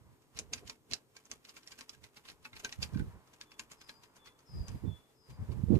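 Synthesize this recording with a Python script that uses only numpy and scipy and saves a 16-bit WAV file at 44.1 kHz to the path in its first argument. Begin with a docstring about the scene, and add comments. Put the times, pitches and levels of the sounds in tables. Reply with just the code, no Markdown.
"""A soft puff of wind comes first, then the ticking claws of two small dogs on a wooden deck.
Their toes scuff and the boards knock, echoed briefly by wall and fence. Gusts buffet the hand-held
microphone, mostly its right port (sound opening). Later a small bird whistles two notes in turn.
Faint far traffic and a distant motor hum lie under it all."""
import sys
import numpy as np
from scipy import signal
from scipy.fft import rfft, irfft
from scipy.io import wavfile
from scipy.ndimage import uniform_filter1d

SR = 44100
rng = np.random.default_rng(int(sys.argv[2]) if len(sys.argv) > 2 else 0)


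def digitize_waveform(pressure):
    """Quantize a signal to 16-bit integers and store it at the path in sys.argv[1].

    Rows of a 2-D input are taken as channels; values are limited to [-1, 1].
    """
    field = np.atleast_2d(pressure).T
    bounded = np.clip(field, -1, 1)
    quanta = np.round(bounded * 32767).astype(np.int16)
    wavfile.write(sys.argv[1], SR, quanta)


N = 255339
TIME = np.arange(N) / SR
PORT_LAG = 6  # samples by which the left port hears later


def undb(db):
    """Turn decibels into a gain to multiply by."""
    return 10 ** (np.asarray(db) / 20)


def curve(table):
    """Join the (time, value) points of a table into one value per sample."""
    return np.interp(TIME, *np.transpose(table))


def colour(x, points, size=4096):
    """Shape the tone through (f/Hz, level/dB) points; white noise keeps its power."""
    hz, db = np.transpose(points)
    f = np.maximum(np.arange(size // 2 + 1) * SR / size, 1)
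    gain = undb(np.interp(np.log(f), np.log(hz), db))
    cepstrum = irfft(np.log(gain))
    cepstrum[1:size // 2] *= 2  # folded forward, so the filter never rings before a hit
    cepstrum[size // 2 + 1:] = 0
    response = irfft(np.exp(rfft(cepstrum)))
    return signal.fftconvolve(np.atleast_2d(x), response[None] / np.linalg.norm(response), axes=-1)[:, :N]


def noise(points):
    """Coloured noise, unrelated at the two ports."""
    return colour(rng.standard_normal((2, N)), points)


def wander(rate):
    """A smooth random wobble of size about 1, with `rate` new values a second."""
    k = int(SR / rate)
    stairs = np.repeat(rng.standard_normal(N // k + 1), k)
    return 1.228 * uniform_filter1d(uniform_filter1d(stairs, k), k)[:N]


def ports(pair, likeness):
    """The left port hears part of what the right one hears, a little later."""
    left = likeness * np.roll(pair[1], PORT_LAG) + np.sqrt(1 - likeness ** 2) * pair[0]
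    return np.array([left, pair[1]])


def sides(pan_db):
    """Two gains of mean power 1; the first (left) is pan_db louder."""
    gains = undb(np.array([pan_db, -pan_db]) / 2)
    return (gains / np.sqrt(np.mean(gains ** 2, axis=0))).reshape(2, -1)


def add(out, s, sound):
    """Mix a stereo sound in at s seconds."""
    i = max(int(s * SR), 0)
    out[:, i:i + sound.shape[1]] += sound[:, :max(N - i, 0)]


def bump(t, rise_s, decay_s):
    """A level that grows to 1 at t = 0, then dies away."""
    return np.exp(-np.abs(t) / np.where(t < 0, rise_s, decay_s))


def echo(x, t60, delay):
    """Scattered reflections: few at first, then many, fading by 60 dB in t60 seconds."""
    t = np.arange(SR) / SR
    reflections = rng.standard_normal((2, SR)) * (rng.random((2, SR)) < .05 + 10 * t)
    response = reflections * np.exp(-np.log(1000) * t / t60) * (t > delay)
    response /= np.linalg.norm(response, axis=1, keepdims=True)
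    return signal.fftconvolve(x, response, axes=-1)[:, :N]


# tone of the outdoor air: f/Hz, level/dB
AIR_TONE = [(59, -24.5), (100, -6), (317, -4), (367, -2), (425, -3.5), (492, -4.5), (660, -15),
            (885, -12.5), (1630, -32), (2990, -24.5), (12200, -21.5), (14100, -26), (15000, -41)]
# tone of the far traffic: f/Hz, level/dB
TRAFFIC_TONE = [(150, 2), (300, -6), (500, -5), (720, -4.5), (1020, 2.5), (1400, -5.5), (2200, -13),
                (5000, -29), (15000, -66)]
# how the traffic swells and fades: t/s, level/dB
TRAFFIC_LEVEL = [(0, -80.5), (1.2, -89), (2.4, -82.5), (3.3, -76), (4.2, -73.5), (5.1, -88.5), (5.79, -83)]
# the pitches in the motor's hum: f/Hz, level/dB
MOTOR_TONES = [(131.5, -80), (263.5, -78.5), (308, -80.5), (396, -84.5), (437, -78), (643, -95),
               (729, -90.5)]
def outdoors():
    """Still air hisses, far traffic murmurs and a motor hums at a wavering speed."""
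    air = undb(-74) * ports(noise(AIR_TONE), likeness=0.78)
    traffic_db = curve(TRAFFIC_LEVEL) + 4.5 + 0.31 * wander(11)
    traffic = undb(traffic_db) * ports(noise(TRAFFIC_TONE), likeness=0.65)
    motor_time = np.cumsum(1 + 0.00716 * wander(8)) / SR
    hum = sum(undb(db + 2.85 * wander(8.4)) * np.sin(2 * np.pi * hz * motor_time)
              for hz, db in MOTOR_TONES)
    return air + traffic + hum * undb(-1)


# the bird's low and high note: length/s, rough start f/Hz, f/Hz it slides toward
BIRD_NOTES = [(0.13, 3530, 3425), (0.23, 5330, 4830)]
# the song, low and high in turn: t/s, level/dB
BIRD_SONG = [(3.44, -70), (3.761, -63), (4.18, -64.5), (4.452, -57.5), (4.855, -59.5), (5.141, -69)]
def bird(settle=0.32, rasp=0.5, rasp_fade=0.31, swell=1.1):
    """Whistled notes start raspy, swell and slide down, smeared by the gardens in between."""
    out, flutter = np.zeros((2, N)), wander(900)
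    for k, (s, db) in enumerate(BIRD_SONG):
        length, start_hz, end_hz = BIRD_NOTES[k % 2]
        u = np.arange(int(length * SR)) / (length * SR)  # 0 to 1 through the note
        roughness = rasp * np.exp(-u / rasp_fade) * flutter[int(s * SR):][:len(u)]
        hz = end_hz + (start_hz - end_hz) * (np.exp(-u / settle) + roughness)
        loudness = np.abs(np.sin(np.pi * u ** swell)) ** 0.65
        note = np.sin(2 * np.pi * np.cumsum(hz) / SR) * loudness
        add(out, s, note * undb(db) * sides(pan_db=8))
    return undb(-1.5) * out + undb(-3.5) * echo(out, t60=.44, delay=.008)


# gusts of wind: t/s, time held/s, left level/dB, right level/dB
GUSTS = [(0.0, 0.13, -66, -61), (0.352, 0.31, -63, -55), (0.91, 0.02, -54, -65), (1.964, 0.091, -79, -63),
         (2.297, 0.32, -67.5, -70), (2.79, 0.077, -48.5, -42), (2.931, 0.11, -43.5, -35.5),
         (3.068, 0.0091, -47.5, -47), (3.145, 0.027, -56, -50.5), (4.5, 0.04, -58, -59),
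         (4.544, 0.077, -41, -40), (4.685, 0.077, -44.5, -39), (4.84, 0.062, -50.5, -35),
         (5.297, 0.031, -49.5, -51.5), (5.394, 0.034, -40.5, -46), (5.494, 0.28, -49, -35.5),
         (5.689, 0.083, -46, -25.5)]
def gusts(rise_s, fall_s, lull_db=-72.5):
    """Wind level in dB at the two ports: each gust rises, holds and dies back into the lull."""
    power = undb(lull_db) ** 2
    for s, length, left_db, right_db in GUSTS:
        shape = np.exp(np.minimum((TIME - s) / rise_s, 0) + np.minimum((s + length - TIME) / fall_s, 0))
        power = power + (undb([[left_db], [right_db]]) * shape) ** 2
    return 10 * np.log10(power)


# tone of wind rustling about the deck: f/Hz, level/dB
RUSTLE_TONE = [(300, 13), (600, 9.5), (1500, 4.5), (3000, 1), (6000, -3), (9000, -3.5), (15000, -7.5)]
# tone of air rushing past the microphone's housing: f/Hz, level/dB
RUSH_TONE = [(200, -6), (450, 2.5), (720, -1.5), (1020, 2.5), (1400, -7), (2300, -10.5), (5000, -38),
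             (15000, -59)]
def breeze():
    """Each gust rustles about the deck and rushes past the housing, swelling slowly."""
    force_db = gusts(rise_s=0.03, fall_s=0.086).mean(axis=0) + 42
    rustle_db = -65 + 0.39 * force_db + 1.6 * wander(22)
    rustle = undb(rustle_db) * ports(noise(RUSTLE_TONE), likeness=0.052) * sides(pan_db=0.5)
    rush_db = -65 + 0.66 * force_db + 2.8 * wander(14)
    return rustle + undb(rush_db) * ports(noise(RUSH_TONE), likeness=1)


# tone of the rumble in light wind: f/Hz, level/dB
LIGHT_WIND_TONE = [(20, -23.5), (45, -2.5), (75, 2.5), (130, -1), (185, -7.5), (280, -20.5), (450, -30.5),
                   (1000, -53), (15000, -100)]
# tone of the rumble in strong wind: f/Hz, level/dB
STRONG_WIND_TONE = [(20, -28), (50, -17), (85, -5.5), (130, 3.5), (185, -1.5), (260, -7.5), (350, -7),
                    (500, -18), (800, -34), (1500, -55.5), (4000, -63), (15000, -105)]
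# single swirls of air that hit the right port: t/s, level/dB, half width/s
SWIRLS = [(2.795, -31.5, .003), (2.961, -18, 0.0014), (3.003, -20.5, 0.0015), (4.612, -20, 0.0041),
          (4.840, -24, 0.0013), (4.879, -21.5, 0.0018), (5.639, -12, 0.002), (5.706, -9.5, 0.0013),
          (5.739, -10.5, 0.0018)]
def buffeting(strong_db=-27, blend_db=4, flutter_db=2.5):
    """Air tumbles at each port; faster air makes smaller swirls and so a higher rumble."""
    port_db = gusts(rise_s=0.0091, fall_s=0.026) + flutter_db * wander(35)
    strong = 1 / (1 + np.exp((strong_db - port_db) / blend_db))  # 0 in light wind, 1 in strong
    rumble = np.sqrt(1 - strong) * noise(LIGHT_WIND_TONE) + np.sqrt(strong) * noise(STRONG_WIND_TONE)
    rumble /= np.sqrt(uniform_filter1d(rumble ** 2, size=3000, axis=-1))  # even out its level
    stir = 1 / (1 + np.exp((-70.5 - port_db) / 3))  # lulls hardly stir the ports
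    out = rumble * undb(port_db + 1.5) * stir
    for s, db, half_width in SWIRLS:
        u = np.arange(-SR // 32, SR // 32) / SR / half_width
        pop = -np.sin(1.74 * u) * np.exp(-u * u / 4)
        add(out, s - 1 / 32, pop * undb([[db - 25], [db - 2]]))
    return out


# footfalls: t/s, tick level/dB, scuff level/dB, knock level/dB, that spot's ring f/Hz, brightness
FOOTFALLS = [(0.3732, -60, -52.5, -59.5, 1770, -5), (0.3898, -24, -54, -60, 2410, 5.5),
             (0.5328, -33.5, -50.5, -53, 2590, 0.5), (0.5356, -27.5, -47, -50.5, 2680, 0),
             (0.58, -59, -57.5, -61, 2410, -8), (0.677, -61, -53.5, -74, 2540, -0.5),
             (0.6974, -37, -52, -51, 2450, -1), (0.9126, -39, -53, -59, 2110, -2),
             (0.9231, -40, -55, -59, 2130, -6), (0.9344, -24, -53, -50, 1750, 1),
             (1.1671, -48.5, -58.5, -57.5, 2310, 1.5), (1.2548, -51.5, -63.5, -84, 980, 18),
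             (1.3148, -34, -50, -56, 2150, 1), (1.451, -51, -62, -65, 2440, -3),
             (1.494, -53, -56.5, -76, 2100, -0.5), (1.5676, -49, -54.5, -55.5, 2460, -1.5),
             (1.6322, -58, -69.5, -77, 1570, -1), (1.675, -43, -56.5, -63, 1950, 3),
             (1.7201, -50.5, -54, -57.5, 2330, -2), (1.79, -58, -55, -56, 2600, 1),
             (1.8095, -43.5, -54.5, -53.5, 2600, -0.5), (1.894, -40, -58.5, -69, 1214, 2),
             (1.937, -69, -63.5, -63, 1635, -1.5), (2.0403, -50, -58.5, -60, 1990, -0.5),
             (2.17, -53, -58, -59.5, 2690, -4.5), (2.2532, -51, -63, -65, 1065, -22),
             (2.2869, -53.5, -53.5, -59, 1980, -13), (2.3005, -46, -59.5, -68, 2550, -15),
             (2.453, -57, -55.5, -45.5, 2560, -28), (2.5315, -53.5, -69, -56.5, 2100, -20),
             (2.5663, -56, -54, -57, 2280, -9), (2.5988, -57, -57.5, -61, 2690, -1),
             (2.6476, -30.5, -45, -41.5, 1540, -3), (2.6934, -50, -59.5, -66, 1880, -7),
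             (2.7257, -40, -50.5, -54.5, 1913, -2), (2.8289, -32.5, -38.5, -48, 2730, 0),
             (2.9464, -56, -70, -56.5, 1540, -23), (2.9737, -52.5, -68, -56.5, 1480, -24),
             (2.9962, -59, -63.5, -51, 1495, -18), (3.3373, -56, -65, -69, 946, 0),
             (3.413, -44, -56, -58, 1684, -2.5), (3.5184, -54, -63.5, -67, 1740, -10),
             (3.5951, -35.5, -51, -46.5, 2690, 2), (3.7179, -44, -53, -74, 1240, 4.5),
             (3.8147, -53, -61, -64.5, 1520, -2.5), (3.894, -44, -54, -54, 1650, -9.5),
             (4.0361, -57, -62, -67, 970, -2.5), (4.1657, -62, -64, -68, 970, 2),
             (4.259, -54, -65, -66, 1123, -2), (4.274, -62, -61, -61, 1990, -8),
             (4.683, -45.5, -56.5, -69, 1140, 2), (5.3044, -74, -65.5, -68.5, 1084, -1),
             (5.5193, -71, -67, -66, 1073, -13), (5.755, -66, -57.5, -61, 2450, -10)]
# where the paws are: t/s, left minus right level/dB
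PAW_PATH = [(0.39, -3), (0.55, -1), (0.95, -5.5), (1.3, -1.5), (2.8, -2), (3.5, 1), (5.5, 1.5)]
def contacts(claw_gap_s=0.0058, second_claw_db=-9, touch_count=8, trot_s=5.4):
    """List two claws per footfall and some random light touches, adding a left-right column."""
    rows, touches = [], rng.random((touch_count, 2))
    path, chance = np.transpose(PAW_PATH), rng.standard_normal((len(FOOTFALLS), 2))
    for (s, *levels, hz, brightness), (late, aside) in zip(FOOTFALLS, chance):
        pan_db = np.interp(s, *path)
        second_s = s + claw_gap_s * np.exp(0.2 * late)
        rows.append((s, *levels, hz, brightness, pan_db))
        rows.append((second_s, *np.add(levels, second_claw_db), hz, brightness, pan_db + 5 * aside))
    for when, force in touches:
        s = when * trot_s
        levels = np.add((-65.5, -75.5, -78), 3 * (2 * force - 1))  # tick, scuff, knock
        rows.append((s, *levels, 1298, 1, np.interp(s, *path)))
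    return rows


# paws that put weight on a board close by: t/s, level/dB
HEAVY_STEPS = [(0.389, -51), (0.528, -51.5), (0.624, -56), (.7, -61.5), (0.917, -52), (1.316, -55.5),
               (2.647, -52)]
# tone of the bending deck: f/Hz, level/dB
THUD_TONE = [(60, -6), (130, 0), (180, -5.5), (245, -2.5), (340, -2), (440, 1.5), (560, -8), (700, -6.5),
             (900, -16.5), (1500, -19), (4000, -46), (12000, -83)]
def thuds():
    """The deck bends under a paw with a soft hollow thud."""
    push = sum(undb(db) * bump(TIME - s, rise_s=0.012, decay_s=0.033) for s, db in HEAVY_STEPS)
    return push * ports(noise(THUD_TONE), likeness=0.8) * undb(-2)


# tone of a paw pad brushing the wood: f/Hz, level/dB
PAD_TONE = [(100, 6.5), (250, 5.5), (450, 3.5), (750, -1.5), (1100, 6.5), (1600, 1.5), (2500, 4.5),
            (4000, -2), (7000, -2.5), (8500, -5), (12000, -3), (15000, -20)]
def pads(hits, soft_db=-60, force_share=0.66):
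    """Around each contact the pad brushes the grain; it varies less in strength than the claws."""
    power = np.zeros((2, N))
    t = np.arange(-SR // 10, SR // 5) / SR
    for s, tick_db, scuff_db, _, _, _, pan_db in hits:
        rise_s = 0.017 * undb(-.6 * max(tick_db - scuff_db - 6, 0))
        press = bump(t, rise_s, decay_s=0.025)
        gain = undb(soft_db + force_share * (scuff_db - soft_db) - 2)
        add(power, s + t[0], (gain * press * sides(.5 * pan_db)) ** 2)
    return np.sqrt(power) * undb(3.6 * wander(500)) * ports(noise(PAD_TONE), likeness=0.47)


# the pitches a deck board rings at: f/Hz, level/dB, time to fade by 60 dB/s
BOARD_RINGS = [(241, -12.5, 0.2), (434, -16, 0.12), (535, -14, 0.072), (875, -7.5, 0.15), (1056, -3, 0.061),
               (1248, -10.5, 0.098), (1472, -1.5, 0.085), (1640, 6, 0.039), (1900, -8, 0.082),
               (2176, 2, 0.046), (2390, 1.5, 0.079)]
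def boards(hits, detune=0.036, spread_db=4, main_db=2.5, ring_cycles=90):
    """Every contact rings the boards, along with the main pitch of the spot that was hit."""
    out, t = np.zeros((2, N)), np.arange(SR // 8) / SR
    hz, db, t60 = np.transpose(BOARD_RINGS)[:, :, None]
    attack = 1 - np.exp(-t / 0.00057)
    for s, _, _, knock_db, spot_hz, _, pan_db in hits:
        pitch, strength, left_phase = rng.standard_normal((3, len(BOARD_RINGS), 1))
        gain = undb(db + spread_db * strength)
        gain /= np.linalg.norm(gain)
        rings = gain * np.exp((2j * np.pi * hz * (1 + detune * pitch) - np.log(1000) / t60) * t)
        # wood loses a little on every swing, so a high ring dies sooner
        main = undb(main_db) * np.exp((2j * np.pi - np.log(1000) / ring_cycles) * spot_hz * t)
        rings = np.vstack([rings, main]) * np.exp(2j * np.pi * rng.random((len(BOARD_RINGS) + 1, 1)))
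        left = (rings * np.exp(.7j * np.vstack([left_phase, 0]))).imag.sum(0)
        pair = np.array([np.pad(left, (PORT_LAG, 0))[:len(t)], rings.imag.sum(0)])
        add(out, s - .0005, pair * attack * undb(knock_db + 4.5) * sides(.5 * pan_db))
    return out


# tone of a claw on wood: f/Hz, level/dB
CLAW_TONE = [(300, -14.5), (700, -11), (1500, -7), (2400, 2.5), (3300, 0), (4500, 2), (5800, 0), (7000, -1),
             (8200, -9.5), (10000, -11), (12000, -29), (15000, -38)]
def claws(hits, tick_decay_s=0.00099, grit_db=3, split_hz=5400, horn_hz=4700):
    """A claw snaps onto the board in the middle of a short gritty scuff of the toes."""
    out, lead = np.zeros((2, N)), int(.03 * SR)
    t = (np.arange(3 * lead) - lead) / SR
    tick_shape = (t >= 0) * np.exp(-np.abs(t) / tick_decay_s)
    low_pass = signal.butter(3, split_hz, fs=SR)
    for s, tick_db, scuff_db, _, _, brightness, pan_db in hits:
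        snap, rub = rng.standard_normal((2, 2, len(t)))
        grit = undb(grit_db * np.repeat(rng.standard_normal(len(t)), 24)[:len(t)])
        grit /= np.sqrt(np.mean(grit ** 2))
        tick = ports(snap, likeness=0.49) * tick_shape
        tick *= np.linalg.norm(tick_shape) / np.linalg.norm(tick, axis=1, keepdims=True)
        # a claw that lands squarely hardly slides beforehand
        rise_s = 0.0059 * undb(-.6 * max(tick_db - scuff_db - 2.5, 0))
        scuff = ports(rub, likeness=0.28) * grit * bump(t, rise_s, decay_s=0.0064)
        contact = undb(tick_db + 2) * tick + undb(scuff_db + 0.5) * scuff
        # the hard horn of each claw rings briefly at three pitches of its own
        pitches = horn_hz * np.array([.66, .93, 1.25]) * np.exp(0.11 * rng.standard_normal(3))
        horn = sum(signal.lfilter(*signal.iirpeak(hz, Q=12, fs=SR), contact) for hz in pitches)
        contact += undb(3) * horn
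        # a hard tip sounds bright, a glancing one dull
        low = signal.filtfilt(*low_pass, contact)
        treble, bass = sides(2.15 * brightness + 4)[:, 0]
        add(out, s - lead / SR, (bass * low + treble * (contact - low)) * sides(pan_db))
    return colour(out, CLAW_TONE)


def scene():
    """The dogs' steps and their short echoes, mixed with wind, bird and background."""
    hits = contacts()
    steps = claws(hits) + boards(hits) + pads(hits) + thuds()
    near = undb(-9) * echo(steps, t60=0.034, delay=0.0023)
    far = undb(-17) * echo(steps, t60=0.086, delay=0.0093)
    return steps + near + far + buffeting() + breeze() + bird() + outdoors()


def record(dry):
    """The recorder thins the rumble below 28 Hz and cuts the treble above 14900 Hz."""
    thinned = signal.sosfilt(signal.butter(1, 28, "high", fs=SR, output="sos"), dry)
    return signal.sosfilt(signal.ellip(10, .2, 70, 14900, fs=SR, output="sos"), thinned)


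dry = scene()
out = record(dry)
digitize_waveform(out)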